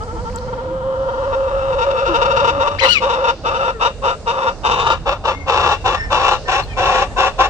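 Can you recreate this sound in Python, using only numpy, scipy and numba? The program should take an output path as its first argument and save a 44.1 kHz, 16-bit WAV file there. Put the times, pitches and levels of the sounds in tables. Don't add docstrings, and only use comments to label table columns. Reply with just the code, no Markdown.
import sys
import numpy as np
from scipy import signal
from scipy.fft import rfft, irfft, next_fast_len
from scipy.io import wavfile
from scipy.ndimage import uniform_filter1d, map_coordinates
from numba import njit

SR = 44100
rng = np.random.default_rng(int(sys.argv[2]) if len(sys.argv) > 2 else 0)


def to_wav(sig):
    pcm = np.clip(np.atleast_2d(sig), -1, 1) * 32767
    pcm = np.round(pcm).astype(np.int16)
    wavfile.write(sys.argv[1], SR, pcm.T)


N = 330309

# start_s, length_s, first_hz, last_hz, level_db (before partials)
YELPS = [(2.784, 0.023, 1415, 3620, -27), (2.799, .058, 2090, 1942, -23)]
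# time_s, strongest_partial_hz, level_db (before partials)
ARCH = [(2.851, 3100, -21), (2.855, 2985, -15), (2.868, 2720, -20.5), (2.91, 2971, -13),
        (2.93, 2891, -18.5), (2.95, 2640, -18.5), (2.975, 2270, -18), (2.995, 2130, -32)]
SLIP_HZ, SLIP_RISE_HZ_PER_S = 463.3, 901


def undb(db):
    return 10 ** (np.asarray(db) / 20)


def unit(x):
    return x / np.sqrt(np.mean(x ** 2))


def track(tables, silent):
    t = np.arange(N) / SR
    out = np.tile(np.array(silent, float)[:, None], N)
    for table in tables:
        time_s, *columns = np.transpose(table)
        inside = (t >= time_s[0]) & (t <= time_s[-1])
        out[:, inside] = [np.interp(t[inside], time_s, column) for column in columns]
    return out


def by_hz(table, hz):
    table_hz, value = np.array(table).T
    return np.interp(np.log(hz + 1), np.log(table_hz), value)


def walk(rate_hz):
    hold = int(SR / rate_hz)
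    steps = np.repeat(rng.standard_normal(N // hold + 1), hold)
    slewed = uniform_filter1d(uniform_filter1d(steps, hold), hold)
    return unit(slewed[:N])


@njit
def svf(x, hz, width):
    y, band, low = np.empty(len(x)), 0., 0.
    for i in range(len(x)):
        g, damping = np.tan(np.pi * hz[i] / SR), width / hz[i]
        v = (band + g * (x[i] - low)) / (1 + g * (g + damping))
        band, low, y[i] = 2 * v - band, low + 2 * g * v, damping * v
    return y


def steep(x, hz, nominal_width_hz):
    hz = hz + np.zeros(N)
    pass_width_hz = 1.34 * nominal_width_hz
    return svf(svf(x, hz, pass_width_hz), hz, pass_width_hz)


def hen():
    # time_s, hum_hz, hum_db, rasp_db, beak_brightness_db
    call_rows = [(0, 490.7, -32, -43, -20), (.35, 506.4, -31, -41, -16), (.5, 516.7, -26, -38.5, -22),
                 (.9, 530, -21, -30, -13), (1.3, 541.3, -20, -28, -8), (1.8, 544.2, -19, -26, -13.5),
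                 (2.3, 546.9, -17, -21, -15), (2.45, 559, -19.5, -20, -15.5),
                 (2.54, 556, -20.5, -26.5, -17.5), (2.65, 568.3, -16.5, -18.5, -16),
                 (2.75, 579.3, -20, -28.5, -14.5), (2.79, 580.8, -43, -41, -0.5)]
    # start_s, length_s, rasp_db, fade_across_cluck_db, hum_over_rasp_db, beak_brightness_db
    cluck_rows = [(2.806, 0.11, -14.5, -1, -1.5, -11.5), (3, 0.35, -21.5, 0.5, 1, -16),
                  (3.434, 0.31, -21.5, 1.5, 1, -15.5), (3.794, 0.12, -16, 0, -6, -12),
                  (4.018, 0.14, -17.5, 0, -5.5, -14.5), (4.256, 0.28, -21.5, 2.5, -1, -16.5),
                  (4.63, 0.35, -18.5, 1.5, -9.5, -11.5), (5.056, .12, -19, -3.5, -7, -10.5),
                  (5.237, 0.12, -17.5, -1, -8.5, -10.5), (5.461, 0.32, -16, 2, -13, -10),
                  (5.84, .15, -15, -1.5, -15, -11), (6.098, 0.29, -14.5, 1.5, -12, -10),
                  (6.471, 0.17, -13.5, -1.5, -16.5, -11.5), (6.764, 0.31, -13, 0, -14.5, -12),
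                  (7.162, 0.16, -12, -3, -13, -11.5), (7.381, 0.12, -10, -6.5, -18, -13)]
    # time_s, cluck_hum_hz, roughness_0_1, neck_stretch_0_1
    posture = [(0, 543, 0.22, 0), (.7, 500, 0.22, 0.04), (1.6, 532.1, 0.46, 0), (2.7, 540.8, 0.48, 0),
               (4.5, 538.5, 0.46, 0), (4.7, 528.2, 0.7, 0.07), (5.4, 522.8, .8, 0.37),
               (6.1, 520.7, 0.7, 0.72), (7.49, 520.7, 0.67, 0.87)]
    # rest_hz, rest_db, stretched_hz, stretched_db, nominal_width_hz (levels relative)
    pipe_modes = [(335, -13.5, 354, -14, 64), (414, -14.5, 480, -14.5, 222), (687, -10, 640, -23.5, 232),
                  (897.6, -1, 772, -2.5, 106), (984, -6.5, 1087, -6.5, 137), (1192, -3, 1105, 1, 72.4),
                  (1334.4, -4.5, 1394, -17, 101), (1661, -12, 1637, -10.5, 124),
                  (1960, -32.5, 1870, -29, 410)]
    # rest_hz, rest_db, stretched_hz, stretched_db, nominal_width_hz (levels relative)
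    beak_modes = [(2267, -10.5, 2340, -4, 311.4), (2738.4, 5, 2695, 2.5, 229),
                  (3100, -15.5, 3004, -7.5, 246.4), (3613, 1, 3474, -4.5, 280),
                  (3736, -8, 3916, -10.5, 396), (4680.7, -11.5, 4691, -16.5, 560),
                  (5660, -18, 5410, -15, 560), (6800, -21.5, 6560, -18.5, 1962)]
    full_slip_db = 13
    slip_hum_db, slip_pull = -4.5, .65
    slack_hz, slack_s = 34.98, .2
    shut_hz, shut_nominal_width_hz, shut_db, opens_s, opening_s = 3125, 440, -22.5, 1.674, 0.21

    call_hz, call_db, call_rasp_db, call_bright_db = track([call_rows], silent=[0, -120, -120, -20])
    cluck_db, over_db, cluck_bright_db, lift = track([cluck(*row) for row in cluck_rows],
                                                     silent=[-120, 0, -20.5, 0])
    cluck_hz, rough, stretch = track([posture], silent=[520, .5, 1])
    calling = call_hz > 0
    hum_hz = np.where(calling, call_hz, cluck_hz)
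    hum_db = np.where(calling, call_db, cluck_db + over_db)
    rasp_db = np.where(calling, call_rasp_db, cluck_db)
    bright_db = np.where(calling, call_bright_db, cluck_bright_db)

    slip, rise_s, slip_db = slips()
    t = np.arange(N) / SR
    slip_hz = SLIP_HZ - slack_hz * np.exp(-t / slack_s)
    climb_hz = SLIP_RISE_HZ_PER_S * rise_s
    pull = np.clip(slip_db / full_slip_db, 0, 1) * slip_pull
    hum_hz = hum_hz + pull * (slip * (slip_hz - hum_hz) + climb_hz)
    rough = np.clip(rough, 0, 1)
    hum_hz = hum_hz * (1 + .06 * rough ** 2 * walk(50) + .1 * rough ** 2 * walk(200))
    hum_flutter_db = 5.4 * rough * walk(45) + slip_hum_db * slip
    hum = np.sqrt(2) * np.sin(2 * np.pi * np.cumsum(hum_hz) / SR) * undb(hum_flutter_db)

    rough = rough * (1 - 0.57 * slip)
    pulse_hz = hum_hz * (1 - slip) + slip_hz * slip + climb_hz
    phase = np.cumsum(pulse_hz) / SR
    cycle = phase.astype(int)
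    at = np.flatnonzero(np.diff(cycle)) + 1
    late_chance, size_chance = np.clip(rng.standard_normal((N // 50, 2))[:len(at)].T, -2.2, 2.2)
    twos_db = 4 * (cycle[at] % 2 == 0)
    fours_db = 5 * (cycle[at] % 4 == 0) * (1 - slip[at]) * (1 - stretch[at])
    size_db = twos_db + fours_db + 5.23 * rough[at] * size_chance
    late = (.2 * rough[at] * late_chance * SR / pulse_hz[at]).astype(int)
    pulses = np.zeros(N)
    np.add.at(pulses, np.clip(at + late, 0, N - 1), undb(size_db))
    air = rng.standard_normal(N) * np.exp(-(phase % 1) / 0.43)
    drive = (unit(pulses) + .7 * rough * unit(air)) * undb(1.58 * rough * walk(120))

    stretch = stretch + 0.14 * walk(13)
    pipe = ring(drive, pipe_modes, stretch, lift)
    beak = ring(drive, beak_modes, stretch, .012 * walk(25))
    beak = signal.sosfilt(signal.butter(8, 7600, fs=SR, output="sos"), beak)
    shut = 1 / (1 + np.exp((t - opens_s) / opening_s))
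    pipe = pipe + shut * undb(shut_db) * unit(steep(drive, shut_hz, 1. * shut_nominal_width_hz))

    def soften(db):
        return uniform_filter1d(undb(db), size=90)

    hum_out = hum * soften(hum_db)
    pipe_out = pipe * soften(rasp_db + 0.74 * slip_db)
    beak_out = (1 - shut) * beak * soften(rasp_db + bright_db + 1.21 * slip_db)
    return hum_out + pipe_out + beak_out


def cluck(start_s, length_s, rasp_db, fade_db, over_db, bright_db):
    attack_s, attack_db, release_s, release_db = 0.023, -24, 0.043, -20.5
    knee, knee_share = 0.27, 0.42
    lift_start, lift_end = -0.059, .03
    first_db, last_db = rasp_db - fade_db / 2, rasp_db + fade_db / 2
    edge = over_db + 3.5, bright_db - 1
    return [(start_s, first_db + attack_db, *edge, lift_start),
            (start_s + knee * attack_s, first_db + knee_share * attack_db, *edge, lift_start),
            (start_s + attack_s, first_db, over_db, bright_db, lift_start / 2),
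            (start_s + length_s - release_s, last_db, over_db, bright_db, lift_end / 2),
            (start_s + length_s, last_db + release_db, *edge, lift_end)]


def slips():
    # centre_s, nominal_length_s, nominal_rasp_gain_db (scaled apart for windpipe and beak)
    slip_rows = [(.018, 0.049, 22), (0.102, .05, 17.5), (.185, 0.053, 18.5), (0.276, 0.05, 21),
                 (0.363, 0.037, 18), (0.428, 0.033, 11.5), (0.488, 0.025, 14), (0.535, 0.016, 21),
                 (0.594, 0.033, 13.5), (0.646, 0.0098, 8), (0.692, 0.03, 4.5), (0.824, 0.022, 5),
                 (0.96, 0.018, 5.5), (1.051, 0.016, 3), (1.094, .016, 11.5), (1.143, 0.017, 9.5),
                 (1.184, .021, 7), (1.246, 0.023, 9), (1.339, 0.024, 14.5), (1.489, .016, 7),
                 (1.738, 0.026, 8.5), (1.793, .015, 12.5), (1.828, 0.037, 14), (1.912, 0.011, 12.5),
                 (1.992, 0.045, 8), (2.075, 0.034, 10), (2.157, .034, 12.5), (2.226, .018, 13.5),
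                 (2.259, .015, 11), (2.317, .022, 10.5), (2.374, .02, 12), (2.403, 0.019, 11),
                 (2.453, 0.017, 10), (2.491, .04, 14.5), (2.615, 0.03, 9), (2.681, .015, 10.5),
                 (2.823, .02, 3.5), (2.884, .02, 4.5), (3.037, 0.034, 10), (3.107, 0.024, 11),
                 (3.14, .025, 10), (3.251, 0.021, 9.5), (3.294, 0.036, 13), (3.476, 0.038, 11),
                 (3.562, 0.034, 7), (3.654, 0.027, 6), (3.694, 0.021, 6.5), (3.825, .017, 5),
                 (3.862, .018, 6), (4.085, 0.029, 6), (4.292, 0.049, 12.5), (4.359, .012, 1.5),
                 (4.431, .02, 7), (4.485, 0.024, 9), (4.67, .022, 9), (4.718, 0.015, 8.5),
                 (4.743, .012, 7.5), (4.808, .032, 7), (4.874, .012, 7.5), (4.918, .02, 7.5)]
    depth, rise_s, gain_db = np.zeros((3, N))
    for centre_s, length_s, db in slip_rows:
        at = np.arange(max(int((centre_s - length_s) * SR), 0), int((centre_s + length_s) * SR))
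        t = at / SR - centre_s
        bump = np.exp(-(t / (.6 * length_s)) ** 4)
        depth[at] += bump
        rise_s[at] += bump * t
        gain_db[at] += bump * db
    return np.clip(depth, 0, 1), rise_s, gain_db


def ring(drive, modes, stretch, lift):
    out = 0
    for k, (rest_hz, rest_db, long_hz, long_db, width_hz) in enumerate(modes):
        mode_hz = (rest_hz + (long_hz - rest_hz) * stretch) * (1 + lift)
        gain = undb(rest_db + (long_db - rest_db) * stretch)
        out = out + (-1) ** k * gain * steep(drive, mode_hz, 1. * width_hz)
    return unit(out)


def moving(pair):
    # time_s, extra_left_lag_ms, left_minus_right_db
    bearing = [(0, 0.12, -2), (2, .16, 0.5), (4.7, 0.11, -1), (5.1, -0.038, -0.5), (7.49, -0.083, -0.5)]
    lag_ms, pan_db = track([bearing], silent=bearing[-1][1:])
    left = map_coordinates(pair[0], [np.arange(N) - lag_ms * SR / 1000], order=3, mode="nearest")
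    return np.array([left, pair[1]]) * undb(np.array([pan_db, -pan_db]) / 2)


def ports(x, pan_db):
    # frequency_hz, left_minus_right_db
    shade_curve = [(60, -6), (110, -14), (200, -3.5), (370, -1.5), (690, -2.5), (1270, 6), (2340, 5),
                   (4300, 7.5), (7920, -7.5), (14600, -6)]
    # frequency_hz, left_lead_rad
    lead_curve = [(100, -3.5), (500, 0.5), (800, -1), (1100, 0.38), (1460, -2), (1720, -2), (2330, -3),
                  (3500, -4.5), (8000, -10)]
    echo_db, echo_t60_s, echo_low_cut_hz = 1.5, 0.038, 1900
    tail_db, tail_t60_s = -26.5, 0.46
    size = next_fast_len(N + SR // 2)
    hz, t = np.fft.rfftfreq(size, 1 / SR), np.arange(SR // 3) / SR
    echoes = rng.standard_normal((2, len(t))) * 10 ** (-3 * t / echo_t60_s) * (t > .001)
    tail = rng.standard_normal((2, len(t))) * 10 ** (-3 * t / tail_t60_s) * (t > .01)
    echoes = echoes + undb(tail_db) * tail
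    echoes = undb(echo_db) * echoes / np.linalg.norm(echoes, axis=1, keepdims=True)
    echoes = rfft(echoes, size) / (1 + (echo_low_cut_hz / (hz + 1)) ** 4)
    side = np.array([[.5], [-.5]])
    shade = undb(side * (by_hz(shade_curve, hz) + pan_db)) * np.exp(1j * side * by_hz(lead_curve, hz))
    return irfft(rfft(x, size) * shade * (1 + echoes), size)[:, :N]


def notes(tables, partials, waver, flutter_db, hoarse):
    out = 0
    for table in tables:
        hz, db = track([table], silent=[table[0][1], -120])
        phase = 2 * np.pi * np.cumsum(hz * (1 + waver * walk(120))) / SR
        tone = sum(undb(part_db) * np.sin(multiple * phase) for multiple, part_db in partials)
        tone = tone * (1 + hoarse * (walk(2500) + walk(460)))
        out = out + np.sqrt(2) * tone * uniform_filter1d(undb(db), size=200) * undb(flutter_db * walk(70))
    return out


def glide(start_s, length_s, first_hz, last_hz, db):
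    edge, edge_db = 0.23, -11.5
    share = np.array([0, edge, 1 - edge, 1])
    level_db = db + edge_db * np.array([1, 0, 0, 1])
    return np.transpose([start_s + length_s * share, first_hz + (last_hz - first_hz) * share, level_db])


def wheeze():
    hiss_hz, hiss_nominal_width_hz, hiss_db = 4300, 3300, -35.5
    start_s = YELPS[0][0]
    swell = glide(start_s, ARCH[-1][0] - start_s, hiss_hz, hiss_hz, hiss_db)
    hz, db = track([swell], silent=[hiss_hz, -120])
    air = signal.sosfilt(signal.butter(8, 7500, fs=SR, output="sos"), rng.standard_normal(N))
    return unit(steep(air, hz, 1. * hiss_nominal_width_hz)) * undb(db + 3.4 * walk(60))


def ticks():
    # start_s, level_db (before damping and snap), ring_hz, left_minus_right_db
    tick_rows = [(0.0366, -35.5, 5000, 18), (0.2995, -30, 2000, 10), (0.3294, -32, 2660, 4),
                 (0.3605, -17.5, 7550, 7), (0.3814, -38, 3870, 9), (0.386, -27.5, 4300, 13),
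                 (2.4979, -33, 2800, 19), (4.8888, -49, 2824, 5), (6.5299, -25, 2556, 12),
                 (6.5698, -22, 2716, 2)]
    out, t = np.zeros((2, N)), np.arange(300) / SR
    snaps = rng.standard_normal((len(tick_rows), 300))
    for (start_s, db, hz, pan_db), noise in zip(tick_rows, snaps):
        snap = 0.22 * uniform_filter1d(np.diff(noise, prepend=0), size=3)
        tick = (np.sin(2 * np.pi * hz * t) + snap) * np.exp(-t / 0.001)
        first = int(start_s * SR)
        out[:, first:first + 300] += undb(db + np.array([[pan_db], [-pan_db]]) / 2) * tick
    return out


def yard():
    # frequency_hz, relative_density_db
    spectrum = [(13, -31.5), (25, -3.5), (45, 6), (63, -2), (86, 0.5), (116, -5), (371, -16), (457, -10.5),
                (748, -15.5), (1510, -25), (1630, -29), (3450, -36), (4030, -32), (4590, -30.5),
                (8330, -39), (9990, -52.5), (10800, -97), (14000, -109), (22000, -120)]
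    # frequency_hz, left_right_likeness (clipped to 0-1)
    likeness = [(25, 0.13), (60, 1), (130, 0.98), (400, 0.87), (1200, 1), (3000, 0.038)]
    # time_s, wind_rumble_db, leaf_rustle_db (rustle phased in over the bands)
    gusts = [(0, 1, 0), (1.2, 2, -1.5), (2.7, -0.5, -0.5), (3.5, -0.5, 0.5), (5.5, 2, -1.5),
             (6.4, 2.5, 3.5), (7.49, 1.5, 2)]
    bass_db = -30.5
    hz = np.fft.rfftfreq(N + 441, 1 / SR)
    rumble_db, rustle_db = track([gusts], silent=gusts[-1][1:])
    mid, side = rfft(rng.standard_normal((2, N + 441)))
    alike = np.clip(by_hz(likeness, hz), 0, 1)
    both = np.sqrt(1 + alike) * mid + np.sqrt(1 - alike) * side * np.array([[1], [-1]])
    both = undb(by_hz(spectrum, hz)) * both
    out, swell = 0, walk(0.73)
    for step in range(15):
        distance = np.clip(1.5 * np.log2((hz + 1) / 20) - step, -1, 1)
        share = np.cos(np.pi / 2 * distance) ** 2
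        gust_db = rumble_db if step < 5 else rustle_db * min((step - 4) / 5, 1)
        band = irfft(both * share)[:, :N]
        out = out + undb(gust_db + 0.43 * swell + 2.46 * walk(4.3)) * band
    bass = signal.sosfilt(signal.butter(2, 200, fs=SR, output="sos"), out.mean(axis=0))
    return out * undb(bass_db) / bass.std() * undb([[-1.2], [1.2]])


def scene():
    # start_s, length_s, first_hz, last_hz, level_db (before partials)
    peep_rows = [(5.326, .15, 2133, 2157, -42), (5.747, 0.098, 2720, 2704, -51),
                 (5.946, .16, 1814, 1774, -26.5), (6.453, .11, 1806, 1790, -24),
                 (6.615, .04, 4350, 4130, -47), (6.672, .055, 3260, 3100, -48),
                 (6.691, 0.1, 2510, 2250, -39.5), (6.662, .11, 1790, 1830, -45),
                 (7.058, 0.087, 1755, 1794, -45)]
    # start_s, length_s, first_hz, last_hz, level_db (before partials)
    coo_rows = [(.13, 0.061, 325, 333, -39.5), (.65, .12, 324, 321, -40.5), (2.071, 0.1, 365, 290, -31),
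                (2.46, .16, 342, 267, -38.5), (3.73, 0.076, 475, 424, -35.5), (5.35, 0.1, 282, 284, -40)]
    # multiple_of_note_pitch, level_db
    yelp_partials = [(1, 1.5), (2, -11), (3, -30.5), (4, -38)]
    arch_partials = [(.5, -15), (1, -2), (1.5, -19), (2, -31.5), (2.5, -33.5), (3, -35.5), (4, -49),
                     (5, -57)]
    coo_partials = [(1, 4), (2, -18), (3, -4), (4, -12.5)]
    peep_partials = [(1, 0.5), (2, -30.5), (3, -22.5)]

    yelps = notes([glide(*row) for row in YELPS], yelp_partials, waver=0.0059, flutter_db=2.0, hoarse=0.51)
    arch = notes([ARCH], arch_partials, waver=0.006, flutter_db=1.5, hoarse=0.17)
    squeal = yelps + arch + wheeze()
    peeps = notes([glide(*row) for row in peep_rows], peep_partials, waver=.008, flutter_db=5.0, hoarse=0.25)
    coos = notes([glide(*row) for row in coo_rows], coo_partials, waver=0.0091, flutter_db=4.0, hoarse=0.095)
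    flock = ports(squeal, pan_db=10) + ports(peeps, pan_db=3.0) + ports(coos, pan_db=4.5)
    return moving(ports(hen(), pan_db=1.5)) + flock + ticks() + yard()


def record(dry):
    top_hz = 15200
    rounded = dry / (1 + np.abs(dry) ** 6) ** (1 / 6)
    return signal.sosfilt(signal.ellip(8, .2, 70, top_hz, fs=SR, output="sos"), rounded)


dry = scene()
out = record(dry)
to_wav(out)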